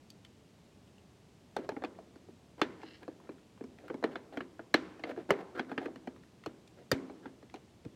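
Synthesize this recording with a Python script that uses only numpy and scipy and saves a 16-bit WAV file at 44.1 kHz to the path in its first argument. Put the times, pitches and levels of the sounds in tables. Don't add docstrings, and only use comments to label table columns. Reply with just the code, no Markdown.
import sys
import numpy as np
from scipy import signal
from scipy.fft import rfft, irfft
from scipy.io import wavfile

SR = 44100
rng = np.random.default_rng(int(sys.argv[2]) if len(sys.argv) > 2 else 0)


def output_pcm(signal):
    pcm = np.clip(np.atleast_2d(signal).T, -1, 1) * 32767
    wavfile.write(sys.argv[1], SR, np.round(pcm).astype(np.int16))


N = 350595

# (time [s], force [dB], hardness [dB], edge sharpness [dB], panel note [Hz],
# hollow note of the spot [Hz], hollow trim [dB], body note [Hz], stick note [Hz])
TAPS = [(1.5645, -36, -0.5, 11.5, 393, 806, 0.5, 1556, 3640),
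        (1.587, -45.5, -8, 7, 279, 460, 20, 1550, 3418),
        (1.6902, -37.5, -0.5, 9.5, 415, 480, -7, 1660, 4000), (1.7185, -50, -6, 6, 259, 850, 8, 1308, 3144),
        (1.7653, -44, -0.5, -18, 298, 523, -4, 1140, 2800),
        (1.8208, -46, -0.5, -5, 350, 706, -11, 1740, 3530),
        (1.8375, -37.5, -1.5, 3.5, 329, 760, 1.5, 1740, 3540),
        (1.847, -47, 7.5, 3.5, 291, 931, -7, 1120, 3410), (1.987, -50, -6.5, 7, 456, 660, 11.5, 1150, 4387),
        (2.1567, -56, -4.5, 13.5, 288, 646, 0, 1950, 4500),
        (2.286, -56.5, -9, 4, 281, 439, 3.5, 1355, 4756), (2.6151, -32, 10.5, 5, 299, 450, -1, 1610, 2800),
        (2.8318, -49.5, -0.5, 7, 314, 840, 4, 1712, 2789), (3.0787, -43, -10, 9, 315, 474, 3, 1630, 4200),
        (3.291, -45.5, -6.5, 2, 296, 480, 6, 1590, 4145),
        (3.6084, -46.5, -10.5, -4, 294, 445, 11.5, 1580, 4130),
        (3.639, -52, -4.5, 14, 250, 450, 7, 1537, 5430), (3.8992, -39, -2.5, -6.5, 319, 506, 4, 1525, 3100),
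        (3.942, -44.5, -7, 11, 286, 484, 3, 1572, 3340), (4.0263, -41.5, -6, 2, 333, 658, -2.5, 1800, 4000),
        (4.0391, -31.5, 2, 1.5, 317, 658, 5, 1800, 4070), (4.1556, -44.5, 9, -3.5, 351, 660, 4, 1680, 3494),
        (4.3714, -40, 2.5, 3, 285, 650, 4.5, 2300, 3140),
        (4.4052, -47.5, 10.5, -5, 272, 1010, -11.5, 1610, 2860),
        (4.593, -46.5, 3, -26.5, 322, 644, 5, 1440, 2880), (4.7408, -30, 12.5, 6, 304, 740, -1, 1745, 4010),
        (4.994, -55, -0.5, 11, 329, 633, 5, 1830, 2891), (5.037, -43, 9, -1.5, 327, 706, 10, 1480, 4100),
        (5.054, -50, -10, 0, 326, 573, 4, 1500, 3370), (5.113, -50, 5, -23, 259, 496, -6, 1480, 2830),
        (5.174, -41.5, -11, -5, 316, 455, 7, 1670, 4140), (5.3051, -25, 3, 3.5, 388, 462, 1, 2070, 2990),
        (5.5939, -39, 8.5, -1, 283, 730, 7, 2290, 3290), (5.715, -42.5, 2, -5, 276, 840, 1, 1190, 3420),
        (5.7779, -40.5, 10, -4.5, 276, 497, -10, 1590, 2770),
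        (5.857, -41, 1, 1.5, 293, 436, 12, 1540, 2750), (5.882, -48, -14, 0, 319, 680, 4, 1540, 3521),
        (5.958, -56, 6, 8.5, 243, 610, 14, 1830, 2910), (6.0726, -44, -2, 6.5, 272, 760, 3, 1960, 3000),
        (6.4605, -42, 1.5, 13, 304, 650, 0.5, 1240, 4250), (6.9149, -30, 5, 16.5, 286, 523, 4, 1840, 4780),
        (7.0971, -50.5, -3.5, 0, 296, 600, -6.5, 1600, 4030),
        (7.256, -48.5, 2, -7, 271, 853, 1.5, 1116, 3500), (7.427, -59.5, 0, 5, 295.4, 564, 5, 1620, 4100),
        (7.5404, -49.5, 0.5, 14.5, 306, 783, 7, 2430, 4040),
        (7.85, -52, -3.5, 12.5, 227, 560, -6, 1600, 3500)]
# (multiple of its note [ratio], level [dB], free t60 [s])
PANEL_MODES = [(.8, 3.5, 0.016), (.92, -3.5, 0.038), (1.022, -3.5, 0.059), (1.14, -4, 0.026),
               (1.38, -15.5, 0.12)]
# (pitch [Hz], level [dB], t60 [s])
BOARD_MODES = [(448.6, -0.5, 0.084), (535.5, -2.5, 0.057), (650, 0.5, 0.024), (670, 0, 0.018),
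               (808, -5, 0.059), (995, 2, 0.0085)]
# (pitch [Hz], level [dB], t60 [s])
BODY_MODES = [(1148, -1.5, 0.02), (1280, 1, 0.0088), (1420, 2.5, 0.017), (1632, -1.5, 0.028),
              (1880, 4, 0.0069), (2040, -13, 0.011), (2124, -7.5, 0.02), (2348, -7.5, 0.029),
              (2620, -16, 0.029)]
# (pitch [Hz], level [dB], t60 [s])
STICK_MODES = [(3004, -4, 0.031), (3050, -8.5, 0.011), (3460, -11, 0.054), (4140, -6.5, 0.042),
               (4440, 7.5, 0.0048), (4726, -15.5, 0.034), (4900, -10, 0.0063), (5980, -22, 0.0083)]
# (frequency [Hz], gain [dB])
CRACK_EQ = [(1500, 2), (3200, -24), (4500, 1), (5400, 5), (6800, -0.5), (7300, -3), (7900, -2),
            (9000, -12.5), (10600, -8.5), (13000, -14.5), (16000, -15.5)]
# (time [s], level [dB], centre [Hz])
SNAPS = [(2.6163, -64, 12500), (4.7422, -62.5, 8000), (5.3063, -52.5, 8500), (6.9163, -49.5, 10400)]
# (time [s], level [dB], starting pitch [Hz], length [s])
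BUMPS = [(5.308, -37.5, 330, .016), (6.464, -53, 280, .022), (6.9158, -34.5, 280, .027),
         (7.851, -44, 290, .026)]
# (time [s], level [dB], pitch [Hz], t60 [s])
FRAME_BOOMS = [(2.621, -25.5, 285, .04), (4.747, -19, 315, .04), (4.748, -44, 306, 0.89),
               (5.309, -29.5, 445, 0.19), (5.315, -41, 390.6, 0.72), (6.919, -15, 287, 0.048),
               (6.925, -42, 259.5, 0.88)]
# (start [s], end [s], level [dB], note [Hz])
SLIDES = [(1.574, 1.668, -50, 604), (2.576, 2.613, -50, 930), (2.794, 2.84, -56, 850),
          (3.003, 3.052, -57, 797), (3.181, 3.32, -64, 910), (3.764, 3.91, -57.5, 703),
          (4.063, 4.155, -52, 550), (4.319, 4.377, -48.5, 720), (5.058, 5.133, -42.5, 654),
          (5.153, 5.246, -51, 760), (5.289, 5.312, -36, 860), (5.344, 5.426, -46.5, 900),
          (5.544, 5.61, -43, 1490), (5.683, 5.739, -47, 1577), (5.794, 5.872, -44.5, 810),
          (6.764, 6.834, -56.5, 710), (7.216, 7.303, -59, 1483), (7.535, 7.58, -52.5, 850)]
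# (frequency [Hz], gain [dB])
SCRAPE_EQ = [(60, -50), (160, -20.5), (280, 14), (450, 6.5), (750, -1.5), (1000, -9), (1600, -5.5),
             (2600, -15), (4200, -20.5), (6000, -31.5), (15000, -42)]
# (time [s], ring level [dB], note [Hz], ring t60 [s], snap level [dB])
CLICKS = [(0.1027, -56, 4600, 0.018, -61.5), (0.248, -63, 3030, 0.029, -61), (0.875, -78, 2900, .008, -77),
          (0.982, -66.5, 2830, .008, -75), (2.817, -63, 2200, .006, -68.5), (2.934, -68, 2750, .012, -78),
          (3.03, -66, 1550, 0.0076, -60), (3.2, -63, 956, 0.011, -70), (3.271, -72, 1400, .008, -72),
          (3.3175, -71, 1400, 0.0076, -72), (3.3819, -70, 1400, .008, -76),
          (3.5759, -66, 1030, 0.0069, -71), (3.786, -66, 1847, 0.0052, -65),
          (3.809, -72.5, 1780, 0.0048, -86), (3.8498, -72, 1390, .006, -76),
          (3.8807, -58.5, 1430, 0.011, -58), (5.163, -60.5, 1536, .008, -70),
          (5.565, -54, 1430, 0.0048, -64), (6.162, -65, 1290, 0.0055, -64.5),
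          (6.235, -68, 1400, 0.0059, -68.5), (6.4376, -60.5, 1994, .006, -61),
          (6.6758, -73, 3970, 0.017, -67), (7.498, -66.5, 2004, 0.0094, -68.5),
          (7.558, -66, 2800, .008, -66)]
# (multiple of its note [ratio], level [dB])
SMALL_PART_MODES = [(1, -2), (1.65, -26.5), (2.6, -18)]
# (centre [Hz], width [Hz], gain [dB])
ROD_BANDS = [(2000, 800, 2), (2680, 450, 3.5), (4100, 420, 1), (4880, 520, -2.5)]
# (pitch [Hz], gain [dB], t60 [s])
ROOM_MODES = [(257, -0.5, 0.65), (271.7, 0.5, 0.42), (315.4, -4, 0.98), (400, -16.5, 0.4)]
# (low edge [Hz], high edge [Hz])
REGISTERS = [(220, 430), (430, 1050), (1050, 2800), (2800, 5600), (5600, 14000)]
# (frequency [Hz], level [dB])
ECHO_EQ = [(80, -16.5), (180, -2.5), (290, -8), (420, -8), (600, -15.5), (1000, -17), (2000, -21),
           (4000, -25), (8000, -24), (15000, -46)]
# (frequency [Hz], t60 [s])
ECHO_T60 = [(100, 0.43), (300, 0.96), (1000, 1), (4000, 1), (14000, 0.13)]
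# (frequency [Hz], level [dB])
EARLY_EQ = [(200, -4), (600, 13.5), (1700, 24), (4000, 27.5), (12000, 3)]
# (frequency [Hz], gain [dB])
AIR_EQ = [(15, -76.5), (25, -39), (42, -18), (76, -4.5), (127, -3), (153, -5), (190, -2), (384, -10.5),
          (416, -8.5), (516, -16), (560, -13.5), (1440, -25.5), (2990, -26), (7710, -33), (16000, -48.5)]

TAP_S = .02
AGE = np.arange(int(.14 * SR)) / SR


def taps(press_t60=0.24):
    out = np.zeros(N)
    for s, force, hardness, sharpness, panel_hz, hollow_hz, hollow_db, body_hz, stick_hz in TAPS:
        panel = np.array(PANEL_MODES) * [panel_hz, 1, 1]
        thump = struck(panel, scatter_db=4, detune=0.014, delay_s=0.00271, rise_s=0.0065, phase_rad=0.78)
        thump *= from_db(-60 * AGE / press_t60)
        knock = struck(BOARD_MODES, scatter_db=4, detune=0.052,
                       delay_s=0.00049, rise_s=0.00062, phase_rad=1.42)
        hollow = from_db(hollow_db - 2.5) * ping(hollow_hz, t60=0.022, rise_cycles=1.38)
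        parts = [thump, tap_one(knock) + hollow, *landing(body_hz, stick_hz)]
        levels = part_levels(force, hardness, sharpness, panel_hz)
        add(out, s, sum(from_db(db) * tap_one(part) for db, part in zip(levels, parts)))
    return out


def part_levels(force, hardness, sharpness, panel_hz):
    stiffness = np.log2(panel_hz / 300)
    thump = 0.5 - 15 * stiffness
    knock = -1 + 1.5 * stiffness
    clack = -8 + hardness
    tick = -20.5 + 1.334 * hardness + 0.42 * sharpness
    contact = -30.5 + hardness + sharpness
    return force + np.array([thump, knock, clack, tick, contact])


def landing(body_hz, stick_hz, flat_db=-6):
    parts = figure(body_hz, stick_hz)
    lag = int(0.0022 * rng.uniform(0.597, 1.405) * SR)
    parts[:, lag:] += from_db(flat_db) * figure(body_hz, stick_hz)[:, :-lag]
    return parts


def figure(body_hz, stick_hz):
    body = struck(BODY_MODES, scatter_db=5, detune=0.058, delay_s=0.00013, rise_s=0.00081, phase_rad=1.36)
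    clack = tap_one(body) + from_db(-4.5) * ping(body_hz, t60=0.018, rise_cycles=2.6)
    stick = struck(STICK_MODES, scatter_db=9.5, detune=0.027,
                   delay_s=0.00024, rise_s=0.0014, phase_rad=0.7)
    tick = tap_one(stick) + from_db(2.5) * ping(stick_hz, t60=.02, rise_cycles=3.5)
    return np.array([clack, tick, crack()])


def crack(t60=.009, rise_s=.0012, tail_db=-26, tail_t60=.06):
    fade = from_db(-60 * AGE / t60) + from_db(tail_db - 60 * AGE / tail_t60)
    attack = 1 - np.exp(-AGE / rise_s)
    return colour(rng.standard_normal(len(AGE)), CRACK_EQ) * fade * attack


def snaps():
    out = np.zeros(N)
    for s, db, hz in SNAPS:
        add(out, s, from_db(db) * dry_burst(hz, t60=.014, edge_db=-35.5))
    return out


def bumps(two_octave_fall_s=.028):
    out = np.zeros(N)
    for s, db, hz, length in BUMPS:
        t = AGE[AGE < length]
        cycles = hz * t / (1 + t / two_octave_fall_s)
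        dive = np.sin(2 * np.pi * cycles) * signal.windows.tukey(len(t), .5)
        add(out, s, from_db(db) * tap_one(dive))
    return out


def frame_booms(rise_s=0.0056, twin_ratio=1.07, twin_db=-9):
    out = np.zeros(N)
    t = np.arange(SR) / SR
    attack = 1 - np.exp(-t / rise_s)
    for s, db, hz, t60 in FRAME_BOOMS:
        pair = np.sin(2 * np.pi * hz * t) + from_db(twin_db) * np.sin(2 * np.pi * hz * twin_ratio * t)
        add(out, s, from_db(db - 60 * t / t60) * attack * pair)
    return out


def slides(slips_per_s=1500, uneven_db=3, catches_per_s=80, jerk_db=7, note_db=9):
    out, size = np.zeros(N), len(AGE)
    for start, end, db, hz in SLIDES:
        slips = (rng.random(size) < slips_per_s / SR) * rng.choice([-1, 1], size)
        slips = slips * from_db(uneven_db * rng.standard_normal(size))
        note_eq = [(hz / 1.7, 0), (hz, note_db), (hz * 1.33, 0)]
        scrape = colour(colour(slips, SCRAPE_EQ), note_eq)
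        jerks = np.interp(AGE * catches_per_s, np.arange(32), rng.uniform(-1, 1, size=32))
        scrape *= from_db(jerk_db * jerks)
        stroke = rms_one(scrape[:int((end - start) * SR)])
        add(out, start, from_db(db) * stroke * signal.windows.tukey(len(stroke), .5))
    return out


def rattles(count=12, gap_s=0.014, settle_t60=0.5, low_hz=700, high_hz=2250, spread_db=5.5):
    out = np.zeros(N)
    for s, force, hardness, *_ in TAPS:
        shake_db = force - 24 + 0.17 * hardness
        for k in range(count):
            lateness, softness, pitch = rng.random(size=3)
            delay = gap_s * (k + 1 + lateness)
            db = shake_db - spread_db * softness - 60 * delay / settle_t60
            hz = low_hz * (high_hz / low_hz) ** pitch
            add(out, s + delay, from_db(db) * ping(hz, t60=0.011, rise_cycles=0.5))
    return out


def clicks():
    out = np.zeros(N)
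    for s, ring_db, hz, t60, snap_db in CLICKS:
        ring = sum(from_db(db) * ping(hz * multiple, t60 / multiple, rise_cycles=1.8)
                   for multiple, db in SMALL_PART_MODES)
        snap = dry_burst(hz, t60=.02, edge_db=-30)
        add(out, s, from_db(ring_db) * ring + from_db(snap_db) * snap)
    return out


def rod(start_s=2.805, push_s=0.14, level_db=-61, attack_s=0.045, release_t60=0.25,
        slips_per_s=900, catches_per_s=117, jerk_db=0.5, glide_per_s=0.34):
    out = np.zeros(N)
    t = np.arange(SR) / SR
    friction = rng.standard_normal(SR) * (rng.random(SR) < slips_per_s / SR)
    hiss = np.zeros(SR)
    for hz, width, db in ROD_BANDS:
        band = signal.butter(2, [hz - width / 2, hz + width / 2], "band", fs=SR, output="sos")
        hiss += from_db(db) * signal.sosfilt(band, friction)
    glide_time = t + glide_per_s * (t - push_s) * t / 2
    hiss = np.interp(glide_time, t, rms_one(hiss))
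    push = np.minimum(t / attack_s, 1) * from_db(-60 * np.maximum(t - push_s, 0) / release_t60)
    jerks = np.interp(t * catches_per_s, np.arange(200), rng.uniform(-1, 1, size=200))
    add(out, start_s, from_db(level_db + jerk_db * jerks) * push * hiss)
    return out


def room_hum(blows):
    out = np.zeros(N)
    for hz, db, t60 in ROOM_MODES:
        radius = from_db(-60 / (t60 * SR))
        feedback = [1, -2 * radius * np.cos(2 * np.pi * hz / SR), radius ** 2]
        out += from_db(db) * (1 - radius) * signal.lfilter([1, 0, -1], feedback, blows)
    return out


def tap_send():
    out = np.zeros(N)
    low, high = np.transpose(REGISTERS)
    centres = np.sqrt(low * high)
    width_db = 10 * np.log10((high - low) / (SR / 2))
    pulse = np.sqrt(TAP_S * SR) * signal.unit_impulse(len(AGE), "mid")
    for s, force, hardness, sharpness, panel_hz, *_ in TAPS:
        band_db = part_levels(force, hardness, sharpness, panel_hz) - width_db
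        bass_rolloff = [(low[0] / 10, band_db[0] - 50), (low[0] / 2, band_db[0] - 20)]
        add(out, s - AGE[-1] / 2, colour(pulse, [*bass_rolloff, *zip(centres, band_db)]))
    return out


def room(send, predelay_s=0.0021, build_s=0.00081, late_build_s=0.0033, early_t60=0.087):
    t = np.arange(SR) / SR
    hz = np.fft.rfftfreq(SR, 1 / SR)
    white, response = rfft(rng.standard_normal(SR)), np.zeros(SR)
    onset = 1 - np.exp(-np.maximum(t - predelay_s, 0) / build_s)
    for low in 50 * 2 ** (np.arange(17) / 2):
        high = low * np.sqrt(2)
        centre = np.sqrt(low * high)
        late = from_db(-60 * t / at_hz(ECHO_T60, centre)) * (1 - np.exp(-t / late_build_s))
        early = from_db(at_hz(EARLY_EQ, centre) - 60 * t / early_t60)
        fade = onset * (late + early) / np.sqrt(np.sum(late ** 2))
        band = irfft(white * ((hz >= low) & (hz < high)), SR)
        response += from_db(at_hz(ECHO_EQ, centre)) * band * fade
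    return signal.fftconvolve(send, response)[:N]


def room_tone(level_db=-60.5):
    return from_db(level_db) * rms_one(colour(rng.standard_normal(N), AIR_EQ))


def struck(modes, scatter_db, detune, delay_s, rise_s, phase_rad):
    hz, db, t60 = np.transpose(modes)[:, :, None]
    strength, shift, phase = np.clip(rng.standard_normal((3, len(modes), 1)), -2, 2)
    t = np.maximum(AGE - delay_s, 0)
    swell = 1 - np.exp(-(t / rise_s) ** 2)
    waves = np.sin(2 * np.pi * hz * (1 + detune * shift) * t + phase_rad * phase)
    return swell * np.sum(from_db(db + scatter_db * strength - 60 * t / t60) * waves, axis=0)


def ping(hz, t60, rise_cycles):
    cycles = hz * AGE
    swell = 1 - np.exp(-(cycles / rise_cycles) ** 2)
    return tap_one(swell * from_db(-60 * AGE / t60) * np.sin(2 * np.pi * cycles))


def dry_burst(hz, t60, edge_db):
    band_eq = [(hz / 5, edge_db), (hz / 1.6, 0), (hz * 1.36, 0), (hz * 5, edge_db)]
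    noise = colour(rng.standard_normal(len(AGE)), band_eq)
    attack = 1 - np.exp(-AGE * hz / 2)
    return tap_one(noise * attack * from_db(-60 * AGE / t60))


def from_db(db):
    return 10 ** (np.asarray(db) / 20)


def at_hz(points, hz):
    point_hz, value = np.transpose(points)
    return np.interp(np.log(np.maximum(hz, 1)), np.log(point_hz), value)


def colour(x, eq):
    hz = np.fft.rfftfreq(len(x), 1 / SR)
    return irfft(rfft(x) * from_db(at_hz(eq, hz)), len(x))


def rms_one(x):
    return x / np.sqrt(np.mean(x ** 2) + 1e-20)


def tap_one(x):
    return x * np.sqrt(TAP_S * SR / (np.sum(x ** 2) + 1e-20))


def add(out, s, sound):
    i = max(round(s * SR), 0)
    out[i:i + len(sound)] += sound[:max(len(out) - i, 0)]


def scene():
    air = room_tone()
    handling = clicks() + slides() + rod() + snaps() + rattles()
    blows = taps()
    low_end = bumps() + room_hum(blows) + frame_booms()
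    game = blows + low_end + handling + room(tap_send() + handling)
    low_cut = signal.butter(2, 50, "high", fs=SR, output="sos")
    return (signal.sosfilt(low_cut, game) + air)[None]


def record(dry, cutoff_hz=16200):
    return signal.sosfilt(signal.ellip(10, .2, 80, cutoff_hz, fs=SR, output="sos"), dry)


dry = scene()
out = record(dry)
output_pcm(out)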